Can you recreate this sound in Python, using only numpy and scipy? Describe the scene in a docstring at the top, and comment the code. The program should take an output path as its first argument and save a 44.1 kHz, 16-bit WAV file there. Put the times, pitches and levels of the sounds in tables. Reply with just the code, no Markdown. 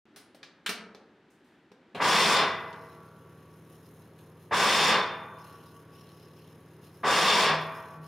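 """An empty top-load washing machine, heard from just above its open steel tub.
Over a quiet room, the lid lock clicks and clacks. At two seconds a pump starts to hum, water hisses
faintly, and the drive jerks the basket round with a harsh grinding of gear teeth. The tub rings on,
the slowing basket squeals and the pump gulps water. Two more jerks follow, 2.5 seconds apart,
and after the last the swaying tub booms twice."""
import sys
import numpy as np
from scipy import signal
from scipy.fft import rfft, irfft, next_fast_len
from scipy.io import wavfile
from scipy.ndimage import uniform_filter1d, minimum_filter1d, map_coordinates

SR = 44100
rng = np.random.default_rng(int(sys.argv[2]) if len(sys.argv) > 2 else 0)


def store_pcm(level_fs):
    """Save levels as 16-bit WAV."""
    pcm = np.round(np.clip(level_fs, -1, 1) * 32767).astype(np.int16)
    wavfile.write(sys.argv[1], SR, np.atleast_2d(pcm).T)


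N = 355887

# Room tone. Each row: frequency in Hz, gain in dB.
ROOM_EQ = [(15, -66.5), (25, -36.5), (293, -5), (363, -8), (475, -16.5), (673, -20), (729, -20), (790, -18),
           (1150, -21.5), (1720, -19), (2020, -23.5), (3630, -30), (4870, -38), (15000, -62)]
# Clicks of lock, relay and basket. Each row: start in seconds, relative level in dB, thud send in dB,
# tick send in dB, rattle time constant in seconds, top edge of the crack in Hz.
CLICKS = [(0.161, -44.5, -6.5, -10.5, 0.03, 7500), (0.347, -51.5, 3, -12, 0.015, 7000),
          (0.43, -36, -17, -33, 0.012, 5940), (.662, -19, -22.5, -21, 0.016, 4600),
          (.692, -22, -9.5, -15, 0.016, 7560), (0.948, -40, -2.5, -29, 0.004, 6800),
          (1.303, -81, -17, 5.5, 0.056, 7000), (1.445, -69, -24, -10, 0.092, 7050),
          (1.717, -50.5, 6, -22, 0.0069, 6750), (1.948, -29.5, -1.5, -34, 0.034, 3350),
          (2.728, -42.5, -30, -28, 0.005, 6960), (4.188, -50.5, -11, -18, 0.0058, 5000)]
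# The colour all clicks share. Each row: frequency in Hz, gain in dB.
CLICK_EQ = [(59, -45), (100, -23), (210, -3.5), (334, -17.5), (413, -5), (605, -8), (1140, -5),
            (4530, -7.5), (9110, -16), (12300, -23), (15800, -26)]
# Reverb of lid and room. Each row: frequency in Hz, time to fall 60 dB in seconds.
LID_REVERB = [(100, 1.3), (400, 1.5), (1100, 0.8), (2700, 0.4), (5000, 0.34), (8000, 0.3), (15000, 0.13)]
# Pump motor lines: mains and its mixes with the impeller. Each row: pitch in Hz, relative level in dB.
MOTOR_LINES = [(82.7, -72), (97.3, -63.5), (120, -62.5), (180, -67), (194.6, -68), (360, -69), (420, -72),
               (457.6, -70), (532.9, -72), (950, -78)]
# Water as low churn, high hiss and midrange spatter. Each row: frequency in Hz, gain in dB.
CHURN_EQ = [(25, -43), (55, -29), (85, -16), (150, -13), (240, -8), (310, -11), (410, -7), (600, -16),
            (800, -21), (1100, -18), (1500, -28), (1800, -27), (2600, -41), (4000, -80)]
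HISS_EQ = [(3410, -42), (5800, -17), (6020, -16.5), (6200, -0.5), (6550, 3), (7180, -12.5), (8080, -7.5),
           (8460, -18), (9080, -0.5), (10300, 1.5), (11000, 0.5), (14500, -4), (15800, -11)]
SPATTER_EQ = [(1290, -19), (2200, -18), (2660, 1), (3000, 0.5), (3510, -6), (4230, 0.5), (4550, -16.5),
              (4990, 0), (5270, -2), (5590, 0), (6000, -29), (7800, -39), (13200, -120)]
# The pump's gulps of water. Each row: start in seconds, hold in seconds, hiss in dB, spatter in dB.
GULPS = [(2.657, 0.055, -75, -66), (2.81, 0.18, -73, -70), (3.561, 0.059, -73, -77),
         (3.686, .1, -71.5, -73), (3.926, .05, -73, -85), (4.167, .3, -75, -79), (5.366, 0.31, -68, -65.5),
         (5.913, 0.36, -71, -66.5), (6.354, 0.028, -70.5, -66), (6.814, .05, -68.5, -68.5),
         (6.928, 0.036, -68.5, -72), (7.59, 0.046, -66.5, -73), (7.732, 0.067, -65, -62),
         (8.011, 0.062, -66, -63.5)]
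# The swaying tub booms with the motor drone. Each row: crest in seconds, half width in seconds, lift in dB.
BOOMS = [(7.56, 0.16, 19.5), (8.01, 0.062, 13)]
# A twitch of the drive, then three full jerks. Each row: start in seconds, hold in seconds, force in dB,
# harsh treble in dB, extra rasp at top speed in dB, whine left behind in dB.
JERKS = [(1.972, .012, -39, -58, 0, -68), (2.001, 0.44, -23.5, -32.5, -1, -60),
         (4.513, 0.47, -24, -33, -0.5, -54), (7.035, 0.49, -24, -33.5, 3.5, -52)]
# Resonances of the cabinet panels. Each row: frequency in Hz, boost in dB.
PANEL_MODES = [(191, 5.5), (412, 6.7), (476, 3.9), (522, 3.9), (937, 3.8), (996, 3.9), (1096, 5.3),
               (1152, 4.1), (1190, 5.5), (1389, 3.7), (1499, 4.6), (1558, 5.0), (1639, 4.7), (1849, 4.4),
               (1911, 3.8), (2003, 5.0), (2164, 4.1), (2326, 4.1), (2374, 3.9), (2495, 4.6), (2579, 4.4),
               (2641, 5.6), (2810, 6.0), (2837, 4.6), (3195, 4.2), (3424, 5.7), (3575, 5.8), (4110, 5.3),
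               (4428, 5.4), (5381, 5.6)]
# The grinding's low body and harsh rasp. Each row: frequency in Hz, gain in dB.
BODY_EQ = [(24, -73), (40, -95), (86, -11.5), (118, -25.5), (146, -9), (195, -7.5), (283, -11.5),
           (403, -6.5), (586, -5.5), (1110, -1), (1380, -8.5), (1530, -6), (1730, -6), (1930, -11),
           (2800, -21.5), (3640, -20), (6160, -120)]
RASP_EQ = [(1180, -14), (2000, 9), (2180, 2.5), (2730, -4.5), (2980, -4), (3300, -1), (3540, 0),
           (3930, -6.5), (5310, -4), (6000, -9.5), (7980, -16), (9160, -15), (11500, -26), (14400, -28.5),
           (15800, -32)]
# Reverb of tub and room. Each row: frequency in Hz, time to fall 60 dB in seconds.
TUB_REVERB = [(100, 1.0), (400, 1.25), (1100, 1.2), (2700, .7), (4000, .43), (5500, .24), (8000, .17),
              (15000, .14)]
# The tub's long ring. Each row: pitch in Hz, relative level in dB, time to fall 60 dB in seconds.
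TUB_MODES = [(463, -16, 2.6), (651, -6, 1.5), (856, -10, 1.6), (950, -14, 2.2), (991, -8, 1.5),
             (1034, -7, 1.1), (1136, -14, 2.6), (1163, -12, 2.1), (1195, -11, 1.8), (1281, -11, 1.2),
             (1357, -15, 2.4), (1448, -14, 2.2), (1534, -16, 2.2), (1620, -10, 1.0), (1645, -9, 1.0),
             (1745, -7, 1.0), (1870, -9, 1.1), (2220, -14, 1.0), (2443, -11, 1.0)]
# Squeals of the slowing basket. Each row: crest in seconds, pitch in Hz, level in dB,
# time to fall 60 dB in seconds.
SQUEALS = [(2.5, 3540, -50, .6), (2.52, 2003, -45, .9), (5.05, 3562, -44, .75), (7.55, 3480, -48, .7),
           (7.63, 1865, -47, .8)]
# Stereo width. Each row: frequency in Hz, gain of the side signal in dB.
SIDE_EQ = [(60, -31), (110, -129), (200, -134), (380, -27.5), (700, -22.5), (1290, -20), (2380, -13.5),
           (4400, -9), (8120, -4), (15000, -3.5)]

TIME = np.arange(N) / SR


def amp(db):
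    """Decibels to gain."""
    return 10 ** (np.asarray(db) / 20)


def unit(x):
    """x at rms 1."""
    return x / np.sqrt(np.mean(x ** 2) + 1e-20)


def along(points, hz):
    """A curve of (Hz, value) points, read on a log frequency axis."""
    freqs, values = np.transpose(points)
    return np.interp(np.log(hz + 1), np.log(freqs + 1), values)


def wobble(rate):
    """Smooth random modulation, rate knots a second."""
    return map_coordinates(rng.standard_normal(int(N * rate / SR) + 4), [TIME * rate])


def filtered(x, response):
    """x through an EQ whose gain is response(hz)."""
    size = next_fast_len(N + SR // 2)
    return irfft(rfft(x, size) * response(np.fft.rfftfreq(size, 1 / SR)), size)[..., :N]


def noise(eq):
    """Two unrelated noises of rms 1, coloured by an EQ table."""
    return unit(filtered(rng.standard_normal((2, N)), lambda hz: amp(along(eq, hz))))


def below(hz, edge_hz, order=4):
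    """Gain of a low-pass."""
    return 1 / np.sqrt(1 + (hz / edge_hz) ** (2 * order))


def above(hz, edge_hz, order=4):
    """Gain of the matching high-pass."""
    return np.sqrt(1 - below(hz, edge_hz, order) ** 2)


def envelope(start, hold, rise_s, fall_db_per_s):
    """Soft attack, hold and a steady fall in dB."""
    age = np.maximum(TIME - start, 0)
    return (1 - np.exp(-age / rise_s)) ** 2 * amp(-fall_db_per_s * np.maximum(age - hold, 0))


def tone(hz, waver_hz, waver_db):
    """A slightly unsteady sine of rms 1, in two channels a quarter cycle apart."""
    phase = 2 * np.pi * np.cumsum(hz + waver_hz * wobble(9)) / SR
    return unit(amp(waver_db * wobble(23)) * np.sin([phase, phase + np.pi / 2]))


def reverb(x, decay):
    """Reflections blur into a noise tail that dies sooner in the treble."""
    hz, t, bands = signal.stft(rng.standard_normal((2, SR * 2)), SR, nperseg=256)
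    t60 = along(decay, hz)[:, None]
    tail = signal.istft(bands * amp(-60 * t / t60) / np.sqrt(t60), SR, nperseg=256)[1]
    return signal.fftconvolve(x, tail / np.linalg.norm(tail[0]), axes=1)[:, :N]


def room_tone():
    """A dark, gently wavering bed of noise."""
    return amp(-61.5 + .6 * wobble(7)) * noise(ROOM_EQ)


def clicks():
    """Lock, relay and basket snap: a crack and a short rattle, a thud below and a bright tick on top."""
    crack, thud, tick = np.zeros((3, 2, N))
    t = np.arange(SR // 3) / SR
    for start, db, thud_db, tick_db, rattle_s, edge_hz in CLICKS:
        shape = np.exp(-t / rattle_s) + .23 * np.exp(-t / .0073)
        burst = amp(db) * shape * rng.standard_normal((2, len(t)))
        span = slice(round(start * SR), round(start * SR) + len(t))
        crack[:, span] += signal.sosfilt(signal.butter(4, edge_hz, fs=SR, output='sos'), burst)
        thud[:, span] += amp(thud_db) * burst
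        tick[:, span] += amp(tick_db) * burst
    colour = lambda hz: amp(along(CLICK_EQ, hz))
    direct = amp(5) * filtered(crack, lambda hz: colour(hz) * above(hz, 1190))
    direct += amp(18.5) * filtered(thud, lambda hz: colour(hz) * below(hz, 685))
    direct += amp(20) * filtered(tick, lambda hz: colour(hz) * above(hz, 5900))
    return direct + amp(-1) * reverb(direct, LID_REVERB)


def lock_spring(start=.161, ring_hz=9750, t60=.35):
    """The first click sets the lock's spring ringing in a thin, high band."""
    band = lambda hz: below(np.abs(hz - ring_hz), 280, order=2)
    coil = unit(filtered(rng.standard_normal((2, N)), band))
    return amp(-61) * envelope(start, hold=0, rise_s=.001, fall_db_per_s=60 / t60) * coil


def pump(start=1.95, drone_hz=157.3):
    """The motor hums over churning, hissing water; its strongest line swells as the tub booms."""
    drone_db = -57.5 + sum(db * np.exp(-((TIME - crest) / width) ** 2) for crest, width, db in BOOMS)
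    lines = MOTOR_LINES + [(drone_hz, drone_db)]
    hum = sum(amp(db) * tone(hz, waver_hz=.35, waver_db=.9) for hz, db in lines)
    churn = amp(-59 + .7 * wobble(11)) * noise(CHURN_EQ)
    fade_in = np.clip((TIME - start) / .02, 0, 1)
    return fade_in * (amp(-.7) * hum + churn + water())


def water(impeller_hz=37.3):
    """A wavering trickle with gulps on top hisses and spatters, pulsing with the impeller."""
    impeller = np.sin(2 * np.pi * np.cumsum(impeller_hz + .5 * wobble(9.6)) / SR)
    pulsing = unit(amp(1.9 * impeller + 1.2 * wobble(20) + 1.7 * wobble(500)))
    trickle = amp(1.2 * wobble(14))
    hiss_power = (amp(-74) * trickle) ** 2
    spatter_power = (amp(-77.5) * trickle) ** 2
    for start, hold, hiss_db, spatter_db in GULPS:
        gulp = trickle * envelope(start, hold, rise_s=.007, fall_db_per_s=67)
        hiss_power += (amp(hiss_db) * gulp) ** 2
        spatter_power += (amp(spatter_db) * gulp) ** 2
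    hiss = np.sqrt(hiss_power) * spurts(noise(HISS_EQ), depth_db=.3)
    spatter = np.sqrt(spatter_power) * spurts(noise(SPATTER_EQ), depth_db=2.5)
    return pulsing * (hiss + spatter)


def spurts(x, depth_db):
    """Breaks a steady noise into short spurts, each in its own band."""
    bands = signal.stft(x, nperseg=512)[2]
    patches = uniform_filter1d(rng.standard_normal(bands.shape[1:]), size=9, axis=0)  # across frequency
    patches = uniform_filter1d(patches, size=10, axis=1)  # across time
    return unit(signal.istft(bands * amp(depth_db * unit(patches)), nperseg=512)[1][:, :N])


def gear_teeth(tooth_hz=458.3, shaft_hz=29.86, scatter_db=.5, throb_db=.8, scrape=1.5):
    """Gear teeth slip past each other: uneven blows over steady scraping, throbbing with the shaft."""
    teeth_passed = np.cumsum(tooth_hz * np.exp(.2 * wobble(150))) / SR
    hits = np.flatnonzero(np.diff(np.floor(teeth_passed)))
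    blows = np.zeros(N)
    blows[hits] = amp(scatter_db * rng.standard_normal(len(hits)))
    contact = unit(signal.lfilter([1], [1, -np.exp(-1 / (.00058 * SR))], blows))  # a short tail per blow
    shaft = np.sin(2 * np.pi * np.cumsum(shaft_hz * (1 + .168 * wobble(10))) / SR)
    return unit((contact + scrape) * amp(throb_db * shaft) * rng.standard_normal((2, N)))


def cabinet(hz, width_hz=20, clang_hz=1060):
    """The cabinet's gain: narrow panel resonances on dense weaker modes and the tub's broad clang."""
    peaks_db = [db / (1 + (2 * (hz - f) / (width_hz + .003 * f)) ** 2) for f, db in PANEL_MODES]
    ripple = map_coordinates(rng.standard_normal(SR), [hz / width_hz])
    ripple_db = 2.2 * ripple * above(hz, 2850, order=2)
    clang_db = 1.8 / (1 + (np.log((hz + 1) / clang_hz) / .16) ** 4)
    return amp(np.max(peaks_db, axis=0) + clang_db + ripple_db)


def drive(grip_s=.0053, growth_db_per_s=24.5, top_speed_s=.28):
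    """Each jerk grinds through the cabinet: the lows bite at once, the treble builds and lets go first."""
    body_level, rasp_level, sizzle_level = np.zeros((3, N))
    for start, hold, force_db, harsh_db, crest_db, _ in JERKS:
        age = TIME - start
        growth_db = growth_db_per_s * (np.clip(age, 0, hold / 2) - hold / 2)
        top_speed = np.exp(-((age - top_speed_s) / .041) ** 2)
        body_shape = envelope(start - grip_s, hold, rise_s=grip_s, fall_db_per_s=151)
        rasp_shape = envelope(start - grip_s, hold - .048, rise_s=.022, fall_db_per_s=135)
        sizzle_shape = envelope(start, hold - .098, rise_s=.03, fall_db_per_s=163)
        body_level += amp(force_db) * body_shape
        rasp_level += amp(harsh_db + growth_db + crest_db * top_speed) * rasp_shape
        sizzle_level += amp(harsh_db - 1) * sizzle_shape
    gears = filtered(gear_teeth(), cabinet)
    body_band = lambda hz: above(hz, 70, order=2) * below(hz, 2700, order=8)
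    body = unit(filtered(gears, lambda hz: amp(along(BODY_EQ, hz)) * body_band(hz)))
    treble = unit(filtered(gears, lambda hz: amp(along(RASP_EQ, hz)) * above(hz, 2423, order=8)))
    sizzle = filtered(treble, lambda hz: above(hz, 5360) ** 2)
    rasp = treble - sizzle
    grind = amp(-1) * body_level * body + amp(6.5) * (rasp_level * rasp + sizzle_level * sizzle)
    return grind + amp(-7.5) * reverb(grind, TUB_REVERB)


def tub_ring(coupling_db=-15.5, build_s=.2):
    """The tub's long modes, each a close beating pair, build up through a jerk and ring on after it."""
    t = np.arange(SR * 3) / SR
    ring = np.zeros((2, N + len(t)))
    for start, hold, force_db, *_ in JERKS:
        build = 1 - np.exp(-np.minimum(t, hold) / build_s)
        for hz, db, t60 in TUB_MODES:
            scatter, detune, phase = rng.standard_normal(3)
            beating = 1 + .4 * np.exp(2j * np.pi * (4 * detune * t + scatter))
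            pair = np.exp(2j * np.pi * (hz * t + phase)) * beating
            decay_db = 60 * np.maximum(t - hold, 0) / t60
            mode = amp(force_db + coupling_db + db + 2 * scatter - decay_db) * build * pair
            ring[:, round(start * SR):][:, :len(t)] += np.sqrt(2) * np.array([mode.real, mode.imag])
    return ring[:, :N]


def coasting_basket(whine_hz=1134):
    """As the basket slows, its wall whines on and single steel modes squeal and flutter away."""
    whine_level = sum(amp(db) * envelope(start + hold, hold=0, rise_s=.02, fall_db_per_s=10.5)
                      for start, hold, *_, db in JERKS)
    rub = unit(amp(2.5 * wobble(40)))
    singing = whine_level * rub * tone(whine_hz, waver_hz=3, waver_db=1.3)
    for crest, hz, db, t60 in SQUEALS:
        age = TIME - crest
        swell = amp(np.minimum(120 * age, -60 * age / t60))
        flutter = unit(amp(2.6 * wobble(70)))
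        singing += amp(db) * swell * flutter * tone(hz, waver_hz=9, waver_db=1)
    return singing


def scene():
    """All layers mixed as mid and side: bass near mono, treble wide, leaning slightly left."""
    mid, side = room_tone() + drive() + tub_ring() + clicks() + lock_spring() + pump() + coasting_basket()
    side = filtered(side, lambda hz: amp(along(SIDE_EQ, hz)))
    return np.array([mid + side, mid - side]) * amp([[.2], [-.2]])


def limiter(x, ceiling):
    """Ducks x briefly under its highest peaks."""
    needed = np.minimum(1, ceiling / (np.abs(x).max(axis=0) + 1e-9))
    return x * uniform_filter1d(minimum_filter1d(needed, size=161), size=161)


def record(dry):
    """The sound opens a moment late, then passes a peak limiter and a steep high cut."""
    limited = limiter(dry * (TIME > .055), ceiling=.27)
    return filtered(limited, lambda hz: below(hz, 15800, order=100))


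dry = scene()
out = record(dry)
store_pcm(out)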